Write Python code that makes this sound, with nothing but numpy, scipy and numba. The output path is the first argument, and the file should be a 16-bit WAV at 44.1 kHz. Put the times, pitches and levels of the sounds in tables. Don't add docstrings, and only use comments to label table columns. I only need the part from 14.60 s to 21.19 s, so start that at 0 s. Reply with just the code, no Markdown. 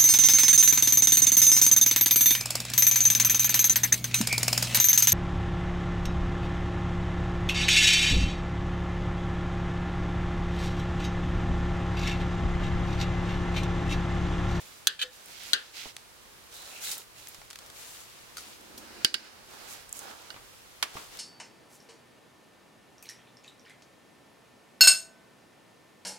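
import sys
import numpy as np
from scipy import signal
from scipy.fft import rfft, irfft
from scipy.io import wavfile
from scipy.ndimage import uniform_filter1d
from numba import njit

SR = 44100
rng = np.random.default_rng(int(sys.argv[2]) if len(sys.argv) > 2 else 0)


def wav_out(sig):
    wavfile.write(sys.argv[1], SR, np.round(np.clip(np.atleast_2d(sig).T, -1, 1) * 32767).astype(np.int16))


N = 290619
TIME = np.arange(N) / SR
AFTER = TIME[:SR // 2]

# start in seconds, level in dB, brightness in dB per octave,
# fade time of the crack in seconds, level of the ringing and its wash in dB, pan in dB.
BRACKET_HITS = [(0.2712, -7, 2.2, 0.032, -5, 0), (0.9328, -11, -0.4, 0.038, 3, 5)]
CUP_HITS = [(4.4471, -6, 1.5, 0.028, -5.5, -6), (4.5418, -14, -1, 0.037, -5, -6.5),
            (5.7041, -33.5, -7, 0.018, -5, -8)]
ARM_HITS = [(5.7425, -42, -7.5, 0.033, 1, 3), (5.7630, -41, -7, 0.013, 6.5, -4),
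            (6.2264, -15.5, -0.2, 0.05, -2, -2.5), (6.3680, -37, -5, 0.037, 12.5, -1)]
SHANK_HITS = [(3.7698, -32.5, 0, .014, -1, 0), (3.7812, -34.5, 0, 0.011, -1, 0.0049)]
# pitch in Hz, relative level in dB, fade time in seconds.
BRACKET_TONES = [(380, -29, .2), (506, -33, .22), (1450, -12, .08), (1535, -5, .11), (1620, -11, .13),
                 (1712, -14, .17), (1784, -14, .19), (2614, -14, .1), (2905, -11, .14), (3322, -3, .08),
                 (3586, -9, .09), (3725, -10, .07), (4132, 1, .04), (4606, -13, .13), (4800, -10, .1),
                 (6240, -5, .05), (8850, -13, .05)]
CUP_TONES = [(350, -27, .15), (1480, -10, .05), (1590, -13, .1), (2207, -16, .08), (2905, 1, .04),
             (2925, -14, .16), (3650, -16, .1), (4317, -8, .06), (4608, -13, .12), (4915, -3, .065),
             (6331, -18, .06), (11390, -17, .05)]
ARM_TONES = [(1035, -2, 0.059), (1155, 7.5, 0.061), (1440, -3, 0.062), (2090, -6, 0.06), (2760, -15, 0.041),
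             (3440, -12, .05)]
SHANK_TONES = [(1280, -2, 0.033), (1425, 2.5, 0.027), (4750, 1, 0.044), (6400, -4, .07)]
SKID_TONES = [(509.4, 4, 0.28), (526, -2, .22), (499, -2.5, 0.36), (1730, 0, 0.29)]
# start in seconds, length in seconds, level in dB.
BLADE_SKIDS = [(0.388, 0.0062, -27), (0.406, 0.021, -22.5)]
# start in seconds, level in dB.
TIP_TOUCHES = [(5.2926, -36), (5.3273, -24), (5.3686, -34), (5.3918, -28)]
# start in seconds, level in dB, brightness in dB per octave,
# fade time in seconds.
RUST_TICKS = [(.659, -37, 7, .008), (.8345, -37, 5, .008), (1.366, -29.5, -3.5, 0.0093),
              (2.314, -29, 1.5, 0.15), (2.380, -30.5, 13, .027), (2.672, -33, -3, 0.0064),
              (2.684, -36.5, 14, .045), (2.7458, -41.5, -3, 0.04), (2.816, -43.5, -8.5, 0.022),
              (2.903, -36.5, -1, 0.011), (2.9087, -35.5, -4.5, 0.017), (2.93, -40, -3, 0.024),
              (2.9574, -35, -3.5, .014), (2.9883, -36.5, -1.5, 0.015), (3.09, -46, -13.5, 0.018),
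              (3.1, -41.5, -2, .02), (3.781, -43, -8, .043), (4.1775, -39, 2.5, 0.068)]
# time in seconds, pan in dB.
TIP_PAN = [(.66, 2), (1.37, -3), (2.5, 0), (3.8, 0), (5.3, -5), (6.3, 0)]
# start in seconds, length in seconds, relative level in dB,
# swell in dB per second, fine grit in dB, low drag in dB, pan in dB.
RUBBER_STROKES = [(-.06, 0.24, -55, -45, 1, -9, -2.5), (.48, .2, -54.5, -18, 0, -3, -3),
                  (.665, 0.21, -50, 48, -3.5, -12.5, -4.5), (.95, 0.15, -51, -38, -3.5, -6, -3),
                  (1.115, 0.14, -41.5, -17, -6.5, -13, -4.5), (2.53, 0.3, -56.5, -39, 0, -8.5, -4),
                  (2.96, 0.13, -60, 4, 0.5, 2.5, 0.5), (3.12, .27, -52.5, -6, 3.5, -5.5, 1),
                  (3.41, 0.18, -58, -8, -2.5, -12, 2), (3.73, 0.18, -54, 6, -2.5, -6.5, 1),
                  (3.95, 0.26, -64.5, 33, -3, 3, -3), (4.85, 0.31, -54.5, -5, -3.5, -1, -4),
                  (5.055, 0.051, -65.5, -5, 16.5, -23, -2), (5.305, 0.053, -55.5, 22, 9.5, -3, -6),
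                  (5.38, 0.12, -52, 8, -2.5, 3.5, -4.5), (5.53, 0.18, -56, -12, -4, 1.5, -3.5),
                  (6.23, 0.09, -52, 0, -6, -3, 0), (6.32, 0.11, -50, -35, 1, -2, 1.5),
                  (6.48, .13, -51.5, 12, -4, -5, 1.5)]
RIM_STROKES = [(4.18, .26, -58, 28, -8, -2, -1.5), (4.54, 0.11, -52, 2, -17, -6.5, -3),
               (4.66, 0.16, -60, -19, -26, -1, -4), (4.96, 0.25, -58.5, -8, -5, -5, -8)]
SLEEVE_STROKES = [(1.89, 0.487, -51.5, 6.6, 0.66, -4.5, -1.9), (2.205, 0.081, -45.5, 5.5, 7, -24, -.5)]
# start in seconds, level in dB, upper edge of the sound in Hz,
# fade time in seconds, pan in dB.
RUBBER_THUDS = [(1.2561, -40, 1140, 0.094, -2), (2.7800, -52, 130, .13, -1), (3.601, -57, 400, 0.2, 5),
                (4.4473, -26.5, 440, 0.021, -16), (6.354, -36.5, 805, 0.064, 0)]
# start in seconds, length in seconds, pitch in Hz, level in dB.
HANDLE_SQUEAKS = [(1.924, 0.19, 3930, -56.5), (2.09, .12, 2630, -51.5), (2.233, 0.052, 3870, -43)]

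# frequency in Hz, relative level in dB.
BRACKET_CRACK_COLOUR = [(200, -38), (950, -31), (1540, -10), (2300, -22), (3300, -1), (4150, 0),
                        (5400, -16), (6300, -7), (7600, -17), (9000, -12), (12000, -21), (16000, -28)]
BRACKET_WASH_COLOUR = [(150, -26), (420, -9), (950, -17.5), (1600, 5), (2250, -11.5), (3000, 0), (4800, -5),
                       (5400, -13.5), (9000, -20), (16000, -36)]
CUP_CRACK_COLOUR = [(200, -40.5), (700, -34.5), (1500, -3), (2450, -11), (2920, 6.5), (3500, -1.5),
                    (4700, 2.5), (5800, -11.5), (8500, -13), (12000, -25.5), (16000, -22)]
CUP_WASH_COLOUR = [(150, -48), (340, 0), (600, -16), (1100, -14), (1550, -1), (2500, -5), (3000, -9),
                   (3700, -4), (4900, 4), (5800, -8), (9000, -15), (16000, -38)]
ARM_CRACK_COLOUR = [(100, -36), (500, -20.5), (950, -6.5), (1600, -8.5), (2100, -2), (3100, -2),
                    (5000, -6.5), (9000, -12.5), (16000, -23)]
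ARM_WASH_COLOUR = [(100, -14), (500, -4.5), (1100, 1.5), (3000, -2), (6000, -10), (16000, -23)]
CLICK_COLOUR = [(300, -59), (2000, -20), (4000, 7.5), (9000, 5), (12500, 2), (16000, -27)]
CHATTER_COLOUR = [(200, -33), (1000, -27), (1550, -9), (2100, -13), (3000, -1), (3700, 1), (4400, -2),
                  (5300, -18), (6400, -5), (7500, -18), (9000, -16), (16000, -28)]
LIGHT_TOUCH_COLOUR = [(1000, -11), (4500, -19), (6000, -5), (7800, 8), (10000, -3), (16000, -10)]
TICK_COLOUR = [(200, -32), (1400, -4), (4500, 4.5), (9000, 1), (16000, -7)]
RUBBER_COLOUR = [(700, -26), (1500, -7), (2200, 0), (3200, 0.5), (4700, -0.5), (6500, -5.5), (9000, -21),
                 (16000, -66)]
WASHER_RIM_COLOUR = [(700, -20), (1250, -10), (1520, 5), (1850, 0), (2600, 1), (2900, 1), (3300, -4),
                     (4200, 0.5), (4900, 1), (5800, -5), (9000, -20), (16000, -35)]
SLEEVE_COLOUR = [(700, -25), (1400, -1.5), (2500, 1), (4000, 3.5), (6500, -2.5), (9000, -9), (16000, -33)]
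FINE_GRIT_COLOUR = [(3500, -12.5), (7000, 1.5), (9000, -1.5), (13000, -4), (16000, -7)]
LOW_DRAG_COLOUR = [(120, -22), (220, -6.5), (410, -3), (510, -1.5), (640, -1.5), (830, 1), (1100, -4),
                   (1380, 0), (1530, -5), (1700, -3), (3000, -37)]
GROAN_COLOUR = [(100, -33), (180, -12), (212, 0), (265, -5.5), (340, -2), (440, -9.5), (800, -14.5),
                (2000, -45)]
AIR_COLOUR = [(15, -61), (25, -2.5), (114, -6.5), (256, -10), (317, -8.5), (394, -7), (439, -10), (476, -7),
              (607, -9.5), (1130, -8.5), (1700, -11), (2690, -12), (3620, -12.5), (10100, -17.5),
              (16000, -23)]


def snaps(hits, tones, crack_colour, wash_colour, tones_db, wash_db, wash_t60, tip_db, tip_t60=0.0019):
    out = np.zeros((2, N))
    for start, db, tilt_db, t60, ring_db, pan_db in hits:
        tip = colour(burst(tip_t60, alike=0.41), CLICK_COLOUR, tilt_db)
        crack = colour(burst(t60, alike=0.42), crack_colour, tilt_db)
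        wash = colour(burst(wash_t60, alike=0.26), wash_colour, tilt_db / 2)
        ringing = undb(ring_db + tones_db) * steel_ring(tones)
        direct = place(undb(tip_db) * tip + crack + ringing, pan_db)
        add(out, start, undb(db) * (direct + undb(ring_db + wash_db) * wash))
    return out


def steel_ring(tones, spread=1.0, rise_s=0.00037):
    out = 0
    for hz, db, t60 in tones:
        phase = rng.uniform(0, 2 * np.pi) + spread * np.array([[0], [rng.standard_normal()]])
        detuned = hz * (1 + 0.0029 * rng.standard_normal())
        out = out + undb(db) * fade(t60) * np.sin(2 * np.pi * detuned * AFTER + phase)
    return out * (1 - np.exp(-AFTER / rise_s))


def skid(slip_hz=600, attack_s=0.0084, release_s=0.017, wash_db=-11, ring_db=-40):
    gap_chance, size_chance = rng.standard_normal((400, 2)).T
    times = BLADE_SKIDS[0][0] + np.cumsum(np.exp(0.5 * gap_chance)) / slip_hz
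    force = sum(undb(db) * contact(times - start, length, attack_s, release_s)
                for start, length, db in BLADE_SKIDS)
    slips = np.zeros(N)
    slips[(times * SR).astype(int) % N] = force * undb(2 * size_chance) * np.sqrt(SR / slip_hz)
    crack = colour(burst(0.022, alike=0.34), CHATTER_COLOUR)
    wash = colour(burst(0.2, alike=0.57), BRACKET_WASH_COLOUR)
    one_slip = np.sqrt(2) * (crack / np.linalg.norm(crack) + undb(wash_db) * wash / np.linalg.norm(wash))
    out = signal.fftconvolve(slips[None], one_slip, axes=1)[:, :N]
    add(out, BLADE_SKIDS[-1][0], undb(ring_db) * steel_ring(SKID_TONES, spread=0.59, rise_s=0.018))
    return out


def tip_touches(t60=0.0085, pan_db=-5.5):
    out = np.zeros((2, N))
    for start, db in TIP_TOUCHES:
        click = colour(burst(t60, alike=0.26), LIGHT_TOUCH_COLOUR)
        add(out, start, undb(db) * place(click, pan_db))
    return out


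def rust_ticks(flake_count=14, flake_db=-45, flake_tilt_db=1.5, flake_t60=0.009, tail_db=-24):
    out, flakes = np.zeros((2, N)), []
    for _ in range(flake_count):
        start, length = RUBBER_STROKES[rng.integers(len(RUBBER_STROKES))][:2]
        moment = start + length * rng.random()
        flakes.append((moment, flake_db + 4 * rng.standard_normal(), flake_tilt_db, flake_t60))
    for start, db, tilt_db, t60 in RUST_TICKS + flakes:
        pan_db = np.interp(start, *np.transpose(TIP_PAN))
        crack = noise(len(AFTER), alike=0.42) * (fade(t60) + undb(tail_db) * fade(t60=0.38))
        add(out, start, undb(db) * sides(pan_db) * colour(crack, TICK_COLOUR, tilt_db))
    return out


def rubbing(strokes, body_colour, scatter_db, gain_db, attack_s, release_s):
    body = colour(tiny_slips(700, scatter_db, alike=0.17), body_colour)
    grit = colour(tiny_slips(1500, scatter_db, alike=0.016), FINE_GRIT_COLOUR)
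    drag = colour(tiny_slips(150, scatter_db, alike=0.059), LOW_DRAG_COLOUR)
    out = np.zeros((2, N))
    for start, length, db, swell_db_per_s, grit_db, drag_db, pan_db in strokes:
        span = (TIME > start) & (TIME < start + length + release_s)
        t = TIME[span] - start
        level_db = db + gain_db + swell_db_per_s * (t - length / 2)
        pressure = contact(t, length, attack_s, release_s) * undb(level_db)
        rasp = body[:, span] + undb(grit_db) * grit[:, span] + undb(drag_db) * drag[:, span]
        out[:, span] += pressure * sides(pan_db) * rasp
    return out


def thuds():
    out = np.zeros((2, N))
    for start, db, edge_hz, t60, pan_db in RUBBER_THUDS:
        dull_colour = [(30, -2), (edge_hz / 3, 0), (edge_hz, -4), (edge_hz * 6, -45)]
        bump = colour(burst(t60, alike=0.49), dull_colour)
        add(out, start, undb(db) * sides(pan_db) * bump)
    return out


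def handle_squeaks(width_hz=570, attack_s=0.033, release_s=0.039):
    out, slips = 0, tiny_slips(300, scatter_db=1.2, alike=0.39)
    for start, length, hz, db in HANDLE_SQUEAKS:
        b, a = signal.iirpeak(hz, hz / width_hz, fs=SR)
        tone = signal.lfilter(b, a, signal.lfilter(b, a, slips))
        out = out + undb(db) * tone / np.std(tone) * contact(TIME - start, length, attack_s, release_s)
    return out


def rubber_groan(start_s=3.74, gives_s=4.46, peak_db=-52.5, build_db_per_s=12.5, relax_db_per_s=36):
    since = TIME - gives_s
    load_db = peak_db + np.minimum(build_db_per_s * since, -relax_db_per_s * since)
    grip = np.clip((TIME - start_s) / 0.066, 0, 1)
    creep = colour(tiny_slips(90, scatter_db=1.5, alike=0.41), GROAN_COLOUR)
    return grip * undb(load_db) * creep * sides(pan_db=-3.9)


def garage(air_db=-52.5, hum_hz=115, hum_db=-76):
    air = colour(noise(N, alike=0.019), AIR_COLOUR) * undb(air_db + 0.5 * wander(4.2))
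    hum = undb(hum_db + 2 * wander(3.22)) * np.sin(2 * np.pi * hum_hz * TIME)
    return (air + hum) * sides(pan_db=-1.35)


def undb(db):
    return 10 ** (np.asarray(db) / 20)


def fade(t60):
    return np.exp(-np.log(1000) * AFTER / t60)


def contact(t, length, attack_s, release_s):
    rise = np.clip(t / attack_s, 0, 1)
    fall = np.clip(1 - (t - length) / release_s, 0, 1)
    return np.sin(np.pi / 2 * rise) ** 2 * np.sin(np.pi / 2 * fall) ** 2


def noise(count, alike):
    return np.sqrt(alike) * rng.standard_normal(count) + np.sqrt(1 - alike) * rng.standard_normal((2, count))


def burst(t60, alike):
    return noise(len(AFTER), alike) * fade(t60)


def wander(rate_hz):
    hold = int(SR / rate_hz)
    steps = np.repeat(rng.standard_normal(N // hold + 1), hold)
    return 1.8 * uniform_filter1d(steps, hold)[:N]


def tiny_slips(rate_hz, scatter_db, alike):
    slips = noise(N, alike) * undb(scatter_db * wander(rate_hz) + 0.59 * wander(35))
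    return slips / np.std(slips)


def colour(sound, points, tilt_db=0, size=2048):
    hz, db = np.transpose(points)
    octave = np.log2(np.maximum(np.fft.rfftfreq(size, 1 / SR), 1))
    tilt = tilt_db * np.clip(octave, np.log2(hz[0]), np.log2(hz[-1]))
    gain = undb(np.interp(octave, np.log2(hz), db) + tilt)
    cepstrum = irfft(np.log(gain / np.sqrt(np.mean(gain ** 2))))
    cepstrum[1:size // 2] *= 2
    cepstrum[size // 2 + 1:] = 0
    response = irfft(np.exp(rfft(cepstrum)))
    return signal.fftconvolve(sound, response[None], axes=1)[:, :sound.shape[1]]


def sides(pan_db):
    return undb(np.array([pan_db, -pan_db]) / 2).reshape(2, -1)


def place(sound, pan_db):
    lags = np.maximum([-pan_db, pan_db], 0) * 3e-5
    delayed = [np.interp(AFTER - lag, AFTER, channel, left=0) for lag, channel in zip(lags, sound)]
    return sides(pan_db) * np.array(delayed)


def add(track, start_s, sound):
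    start = min(max(int(start_s * SR), 0), N)
    track[:, start:start + sound.shape[1]] += sound[:, :N - start]


@njit
def follow(size, attack, release):
    out, level = np.empty(len(size)), 0.
    for i in range(len(size)):
        level += (size[i] - level) * (attack if size[i] > level else release)
        out[i] = level
    return out


def scene():
    steel = snaps(BRACKET_HITS, BRACKET_TONES, BRACKET_CRACK_COLOUR, BRACKET_WASH_COLOUR,
                  tones_db=-8, wash_db=-15, wash_t60=0.25, tip_db=-15)
    steel += snaps(CUP_HITS, CUP_TONES, CUP_CRACK_COLOUR, CUP_WASH_COLOUR,
                   tones_db=-3.5, wash_db=-16.5, wash_t60=0.24, tip_db=-3)
    steel += snaps(ARM_HITS, ARM_TONES, ARM_CRACK_COLOUR, ARM_WASH_COLOUR,
                   tones_db=-18.5, wash_db=-15, wash_t60=0.24, tip_db=-9)
    steel += snaps(SHANK_HITS, SHANK_TONES, TICK_COLOUR, CLICK_COLOUR,
                   tones_db=-4.5, wash_db=-11.5, wash_t60=0.27, tip_db=-11)
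    rubs = rubbing(RUBBER_STROKES, RUBBER_COLOUR, scatter_db=0.87, gain_db=0.5,
                   attack_s=0.067, release_s=0.1)
    rubs += rubbing(RIM_STROKES, WASHER_RIM_COLOUR, scatter_db=0.5, gain_db=4,
                    attack_s=0.056, release_s=0.07)
    sleeve = rubbing(SLEEVE_STROKES, SLEEVE_COLOUR, scatter_db=1.5, gain_db=1.5,
                     attack_s=0.051, release_s=0.092)
    prying = steel + skid() + rust_ticks() + tip_touches() + thuds() + rubs
    return prying + sleeve + handle_squeaks() + rubber_groan() + garage()


def record(dry, threshold_db=-32.0, slope=0.31, attack_s=0.0072, release_s=0.17, top_hz=16000):
    level = follow(np.abs(dry).max(axis=0), 1 / (attack_s * SR), 1 / (release_s * SR))
    gain = np.maximum(level / undb(threshold_db), 1) ** -slope
    treble_cut = signal.ellip(10, 0.2, 90, top_hz, fs=SR, output="sos")
    return signal.sosfilt(treble_cut, np.clip(dry * gain, -1, 1))


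dry = scene()
out = record(dry)
wav_out(out)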